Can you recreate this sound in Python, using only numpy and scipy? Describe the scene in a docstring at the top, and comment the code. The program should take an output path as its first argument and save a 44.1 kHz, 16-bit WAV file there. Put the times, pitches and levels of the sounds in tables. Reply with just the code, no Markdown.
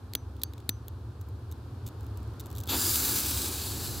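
"""Outdoors, on the ground: a long gas lighter is clicked three times and held to a firecracker fuse.
Each snap of the igniter's hammer knocks the case and rings a spring. Powder grains spit in the flame;
the fuse flares, then burns as a hissing gas jet full of sparks, fading as the microphone backs away.
Air buffets the moving microphone. A low rumble and a wash of open air lie under everything."""
import sys
import numpy as np
from scipy import signal
from scipy.fft import rfft, irfft
from scipy.io import wavfile
from scipy.ndimage import map_coordinates

SR = 44100
rng = np.random.default_rng(int(sys.argv[2]) if len(sys.argv) > 2 else 0)


def wav_out(sig):
    """Save sig, one row per channel (or a flat mono array), as 16-bit PCM at SR to the path in sys.argv[1]."""
    wavfile.write(sys.argv[1], SR, np.round(np.clip(np.atleast_2d(sig).T, -1, 1) * 32767).astype(np.int16))


N = 176400  # 4 s

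# burn strength (time [s], level [dB])
JET_LEVEL = [(2.66, -70), (2.70, -37.5), (2.77, -31), (2.82, -29.5), (2.89, -28.5), (3.04, -29),
             (3.09, -29), (3.204, -28.5), (3.218, -31.5), (3.29, -31.3), (3.41, -33), (3.46, -31.5),
             (3.495, -35.3), (3.70, -36), (3.79, -38.5), (3.84, -35.5), (3.92, -39), (4.0, -38.5)]
# larger sparks (time [s], level [dB], t60 [s])
SPARK_POPS = [(2.8915, -27, .006), (2.9445, -22, .008), (2.9575, -16, .006)]
# single powder grains (time [s], level re SPIT_DB [dB], t60 [s])
GRAIN_SPITS = [(0.8824, -29.5, 0.0025), (1.2115, -47, 0.026), (1.2873, -48.5, 0.0058), (1.5135, -42, .02),
               (1.5232, -40.5, 0.0097), (1.5788, -59, .004), (1.8635, -38.5, 0.048), (1.8755, -39.5, 0.023),
               (1.8870, -40, 0.0076), (2.0077, -46.5, 0.011), (2.0308, -51, .006), (2.0442, -52, .006),
               (2.0655, -46.5, 0.0091), (2.1728, -40.5, 0.011), (2.2300, -48, .005), (2.3966, -37, 0.013),
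               (2.4015, -35.5, 0.016), (2.4085, -36, 0.0074), (2.4591, -38, .006), (2.4679, -41, 0.0045),
               (2.5023, -42, 0.0093), (2.5136, -41.5, .01), (2.5277, -42, .01), (2.5515, -39.5, .014),
               (2.5620, -38, .01), (2.5718, -36, 0.0084), (2.5822, -33, 0.014), (2.5877, -39, 0.017),
               (2.6025, -34.5, .008), (2.6105, -39, 0.0093), (2.6355, -36, 0.017), (2.6572, -43, .008),
               (2.6688, -40, .01), (2.6743, -31.5, .008)]
# fuse spectra (frequency [Hz], relative level [dB])
JET_SPECTRUM = [(500, -12.5), (900, -10.5), (1500, -4.5), (1750, -7), (1880, -15.5), (2700, -6.5),
                (3500, -2), (4700, 3.5), (5650, -4), (6400, -3), (7500, 1.5), (9600, -3.5), (11200, 0.5),
                (12500, -1), (15300, 1.5), (16000, -4)]
ROAR_SPECTRUM = [(30, -26), (150, -16), (220, -2.5), (290, 2.5), (400, -7), (580, -15), (850, -10.5),
                 (1500, -18.5), (2000, -22), (5000, -67)]
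FLARE_SPECTRUM = [(300, -6), (1400, -1.5), (2000, -9.5), (2800, -1.5), (3500, 5), (4600, 1), (5400, -9),
                  (7100, 0), (8200, -8), (10000, -16), (11900, 3.5), (13500, -2.5), (15000, -1),
                  (16000, -19)]
SPIT_SPECTRUM = [(500, -31), (2000, -16.5), (3500, -0.5), (5000, -5.5), (7500, -0.5), (9700, -8),
                 (12500, 1), (16000, -1.5)]

# lighter mechanism (time [s], relative level [dB], contact offset [dB], case t60 [s])
LIGHTER_CLICKS = [(0.1357, -26.5, -1, 0.0052), (0.1515, -12.5, -4.5, .011), (0.3665, -44, -11, 0.0051),
                  (0.3970, -48, -7, .006), (0.4166, -37, -7, 0.024), (0.4348, -22, 8, .011),
                  (0.5352, -39, -8, 0.01), (0.5797, -42, -19, 0.015), (0.6020, -46.5, -18, .015),
                  (0.6920, -13.5, 0, 0.014)]
# hammer blows (time [s], thump [dB], knock [dB], spring [dB], spring [Hz], low mode re spring [dB])
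HAMMER_SNAPS = [(0.1530, -23.5, -23, -50, 6051, -22), (0.4344, -42, -34, -54, 6300, 1),
                (0.6925, -25, -16.5, -45, 6051, -22)]
# lighter case and hard contact (frequency [Hz], relative level [dB])
CASE_SPECTRUM = [(60, -35), (300, -7), (700, -19), (1150, -27), (1700, -14), (3000, -13.5), (3500, -2.5),
                 (4200, -3.5), (4900, -9), (6500, -12.5), (8200, -12.5), (9500, -21), (16000, -13)]
CONTACT_SPECTRUM = [(2000, -52), (6000, -7.5), (9600, -10), (11000, 0), (13300, -1), (14500, 4),
                    (16000, -5.5)]

# reflections off the ground and a tub (delay [ms], gain [linear])
ECHO_PATHS = [(.51, 0.063), (.80, 0.089), (2.4, 0.1), (5.3, 0.11)]
# background envelopes (time [s], level [dB])
BUFFET_LEVEL = [(3.0, -100), (3.3, -73.5), (3.6, -60), (3.90, -43), (3.93, -44), (3.96, -50), (4, -39)]
RUMBLE_LEVEL = [(0, -42.5), (1.2, -40), (2.4, -38.5), (4, -38)]
AIR_LEVEL = [(0, -52.5), (1.2, -53), (2.4, -48.5), (4, -45.5)]
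# background spectra (frequency [Hz], relative level [dB])
BUFFET_SPECTRUM = [(25, -3), (60, 4), (135, 9), (200, -8.5), (400, -12), (1500, -32), (5000, -69)]
RUMBLE_SPECTRUM = [(20, -44), (42, -36), (54, -14.5), (70, 0.5), (110, 0.5), (138, -13), (160, -32.5),
                   (300, -64.5)]
AIR_SPECTRUM = [(100, -14.5), (163, -6), (190, -1.5), (260, 1), (420, -3.5), (600, -12.5), (1050, -11.5),
                (1550, -17.5), (2000, -29.5), (3000, -28), (4300, -26.5), (5800, -34), (9700, -38),
                (14000, -38), (16000, -62)]
# stereo width of near and distant sound (frequency [Hz], side re mid [dB])
NEAR_SIDE = [(100, -18), (300, -38), (600, -34), (1200, -36.5), (2200, -73), (4500, -15), (9000, -14),
             (14000, -11)]
FAR_SIDE = [(45, -8), (90, -43.5), (160, -10.5), (300, -15), (600, -12), (1200, -5.5), (2400, -6),
            (5000, -2.5), (14000, -2.5)]

CATCH_S, CATCH_RISE_S = 2.694, 0.0069
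SPIT_DB, SNAP_RISE_S = -4, 0.00017


def burning_fuse():
    """Burning powder drives a fluttering gas jet: hiss, sparks and a turbulent low roar."""
    jet_db = in_time(JET_LEVEL)
    sparks = from_db(-11) * spark_crackle()
    hiss_db = jet_db + 0.81 * drift(rate_hz=50)
    hiss = from_db(hiss_db) * jet_timbre(noise(JET_SPECTRUM) + sparks, jet_db)
    roar_db = -27.5 + 0.52 * jet_db + 1.5 * drift(rate_hz=22)
    roar = from_db(roar_db) * noise(ROAR_SPECTRUM)
    return ignition() * (hiss + roar) + bursts(SPARK_POPS, SPIT_SPECTRUM, SNAP_RISE_S)


def spark_crackle(rate_per_s=760, spread_db=3.5):
    """Fine sparks: random impulses, mostly small."""
    size_db = spread_db * np.minimum(rng.exponential(1, N), 5)
    impulses = from_db(size_db) * rng.choice([-1, 1], N)
    fired = rng.random(N) < rate_per_s / SR
    return colour(unit_rms(impulses * fired), JET_SPECTRUM)


def jet_timbre(x, jet_db, depth_db=1.5, width_hz=180, rate_hz=1.5, knee_hz=5030, ref_db=-31.5):
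    """Resonances shift as the burning tip changes shape; a stronger jet is brighter."""
    hz, frame_s, frames = signal.stft(x, SR, nperseg=1024)
    field = rng.standard_normal((len(hz) + 100, len(frame_s) + 200))  # padded for filter settling
    field = smooth(field, pole=np.exp(-hz[1] / width_hz), axis=0)
    field = smooth(field, pole=np.exp(-2 * np.pi * rate_hz * frame_s[1]), axis=1)
    peaks_db = depth_db * unit_rms(field[-len(hz):, -len(frame_s):])
    treble_oct = np.log2(np.maximum(hz / knee_hz, 1))
    excess_db = np.interp(frame_s, seconds(), jet_db) - ref_db
    tilt_db = 0.27 * np.outer(treble_oct, excess_db)
    return signal.istft(frames * from_db(peaks_db + tilt_db), SR)[1][:, :N]


def ignition():
    """Gain rising from 0 to 1 as the powder catches."""
    return np.exp(np.minimum(seconds() - CATCH_S, 0) / CATCH_RISE_S)


def flare(peak_s=2.744, swell_s=0.027, fall_s=0.026):
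    """The tip goes up in a hiss and a swelling puff; both then collapse."""
    age_s = seconds() - peak_s
    swell = np.exp(np.minimum(age_s, 0) / swell_s)
    fall = np.exp(-np.maximum(age_s, 0) / fall_s)
    hiss = from_db(-31.5) * noise(FLARE_SPECTRUM)
    puff = from_db(-30) * swell * noise(ROAR_SPECTRUM)
    return ignition() * fall * (hiss + puff)


def spitting(top_rate_per_s=130, build_s=0.17, sizzle_rel_db=-55, sizzle_t60_s=0.0066):
    """Grains go off as the fuse heats; a faint sizzle thickens until the powder catches."""
    t = seconds()
    rate_per_s = top_rate_per_s * np.exp(np.minimum(t - CATCH_S, 0) / build_s) * (t < CATCH_S)
    sizzle = [(s, sizzle_rel_db, sizzle_t60_s) for s in t[rng.random(N) < rate_per_s / SR]]
    return from_db(SPIT_DB) * bursts(list(GRAIN_SPITS) + sizzle, SPIT_SPECTRUM, rise_s=0.00069)


def lighter(case_db=-5.5, contact_db=-4.5, rattle_t60_s=0.042):
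    """Hard contacts rattle the case; the hammer adds a thump, a knock, spring ring and bright rattle."""
    case = [(s, db + case_db, t60_s) for s, db, _, t60_s in LIGHTER_CLICKS]
    contacts = [(s, db + contact_db + offset_db, 0.79 * t60_s)
                for s, db, offset_db, t60_s in LIGHTER_CLICKS]
    out = bursts(case, CASE_SPECTRUM, SNAP_RISE_S) + bursts(contacts, CONTACT_SPECTRUM, SNAP_RISE_S)
    rattles = []
    for s, thump_db, knock_db, spring_db, spring_hz, low_mode_db in HAMMER_SNAPS:
        out += ring(s, thump_db, hz=273, t60_s=0.016)
        out += ring(s, knock_db, hz=3930, t60_s=0.0083)
        out += ring(s, spring_db, hz=spring_hz, t60_s=0.2)
        out += ring(s, spring_db + low_mode_db, hz=4576, t60_s=0.2)
        rattles.append((s, spring_db + 2, rattle_t60_s))
    return out + bursts(rattles, CONTACT_SPECTRUM, SNAP_RISE_S)


def with_echoes(x):
    """Short reflections comb the sound; their paths drift as the microphone moves."""
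    out, t = x.copy(), seconds()
    for delay_ms, gain in ECHO_PATHS:
        delay_s = delay_ms / 1000 * (1 + 0.031 * drift(rate_hz=0.43))
        out += gain * np.array([map_coordinates(channel, [(t - delay_s) * SR]) for channel in x])
    return out


def background():
    """Air buffeting each microphone port separately, distant rumble, open-air wash."""
    buffet = from_db(in_time(BUFFET_LEVEL)) * colour(rng.standard_normal((2, N)), BUFFET_SPECTRUM)
    rumble = from_db(in_time(RUMBLE_LEVEL)) * noise(RUMBLE_SPECTRUM, FAR_SIDE)
    air = from_db(in_time(AIR_LEVEL)) * noise(AIR_SPECTRUM, FAR_SIDE)
    return buffet + rumble + air


def bursts(rows, spectrum, rise_s):
    """Fast-decaying stereo noise puffs from (time [s], level [dB], t60 [s])."""
    out, age_s = np.zeros((2, N)), np.arange(SR // 10) / SR
    for onset_s, db, t60_s in rows:
        envelope = from_db(-60 * age_s / t60_s) * (1 - np.exp(-age_s / rise_s))
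        envelope /= envelope.max()
        puff = unit_rms(rng.uniform(-0.95, 1, (2, len(age_s))) * envelope)
        puff *= np.sqrt(np.mean(envelope ** 2))
        start = int(onset_s * SR)
        out[:, start:start + len(age_s)] += from_db(db) * puff
    return colour(stereo(*out, NEAR_SIDE), spectrum)


def ring(onset_s, db, hz, t60_s):
    """One struck mode."""
    age_s = np.maximum(seconds() - onset_s, 0)
    return from_db(db - 60 * age_s / t60_s) * np.sin(2 * np.pi * hz * age_s)


def noise(spectrum, width=NEAR_SIDE):
    """Coloured stereo noise, roughly unit power."""
    return colour(stereo(*rng.standard_normal((2, N)), width), spectrum)


def stereo(mid, side, width):
    """Mid/side to left/right, side filtered by width."""
    side = irfft(rfft(side, 2 * N) * bin_gains(width))[:N]
    return np.array([mid + side, mid - side])


def colour(x, spectrum):
    """Minimum-phase filter; white noise keeps its power."""
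    cepstrum = irfft(np.log(unit_rms(bin_gains(spectrum))))
    cepstrum[1:N] *= 2
    cepstrum[N + 1:] = 0
    return irfft(rfft(x, 2 * N) * np.exp(rfft(cepstrum)))[..., :N]


def bin_gains(spectrum):
    """Gain per FFT bin from (frequency [Hz], level [dB])."""
    hz, db = np.transpose(spectrum)
    bin_hz = np.arange(N + 1) * SR / (2 * N)
    return from_db(np.interp(np.log(bin_hz + 1), np.log(hz), db))


def drift(rate_hz):
    """Random wander, unit RMS."""
    pole = np.exp(-2 * np.pi * rate_hz / SR)
    return unit_rms(smooth(rng.standard_normal(N + SR), pole)[SR:])


def smooth(x, pole, axis=-1):
    """Double-pole low-pass, unnormalised."""
    return signal.lfilter([1], [1, -2 * pole, pole * pole], x, axis=axis)


def in_time(rows):
    """Linear interpolation of (time [s], level [dB])."""
    return np.interp(seconds(), *np.transpose(rows))


def seconds():
    """Sample times."""
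    return np.arange(N) / SR


def from_db(db):
    """Decibels to gain."""
    return 10 ** (np.asarray(db) / 20)


def unit_rms(x):
    """Scale to unit power."""
    return x / np.sqrt(np.mean(x ** 2) + 1e-20)


def scene(pan_db=0.3):
    """Lighter and fuse just left of centre, over the background."""
    near = lighter() + with_echoes(spitting() + flare() + burning_fuse())
    return near * from_db([[pan_db], [-pan_db]]) + background()


def record(dry, cutoff_hz=15850):
    """Steep low-pass."""
    taps = signal.firwin(255, cutoff_hz, fs=SR, window="blackman")
    return signal.fftconvolve(dry, taps[None], mode="same")


dry = scene()
out = record(dry)
wav_out(out)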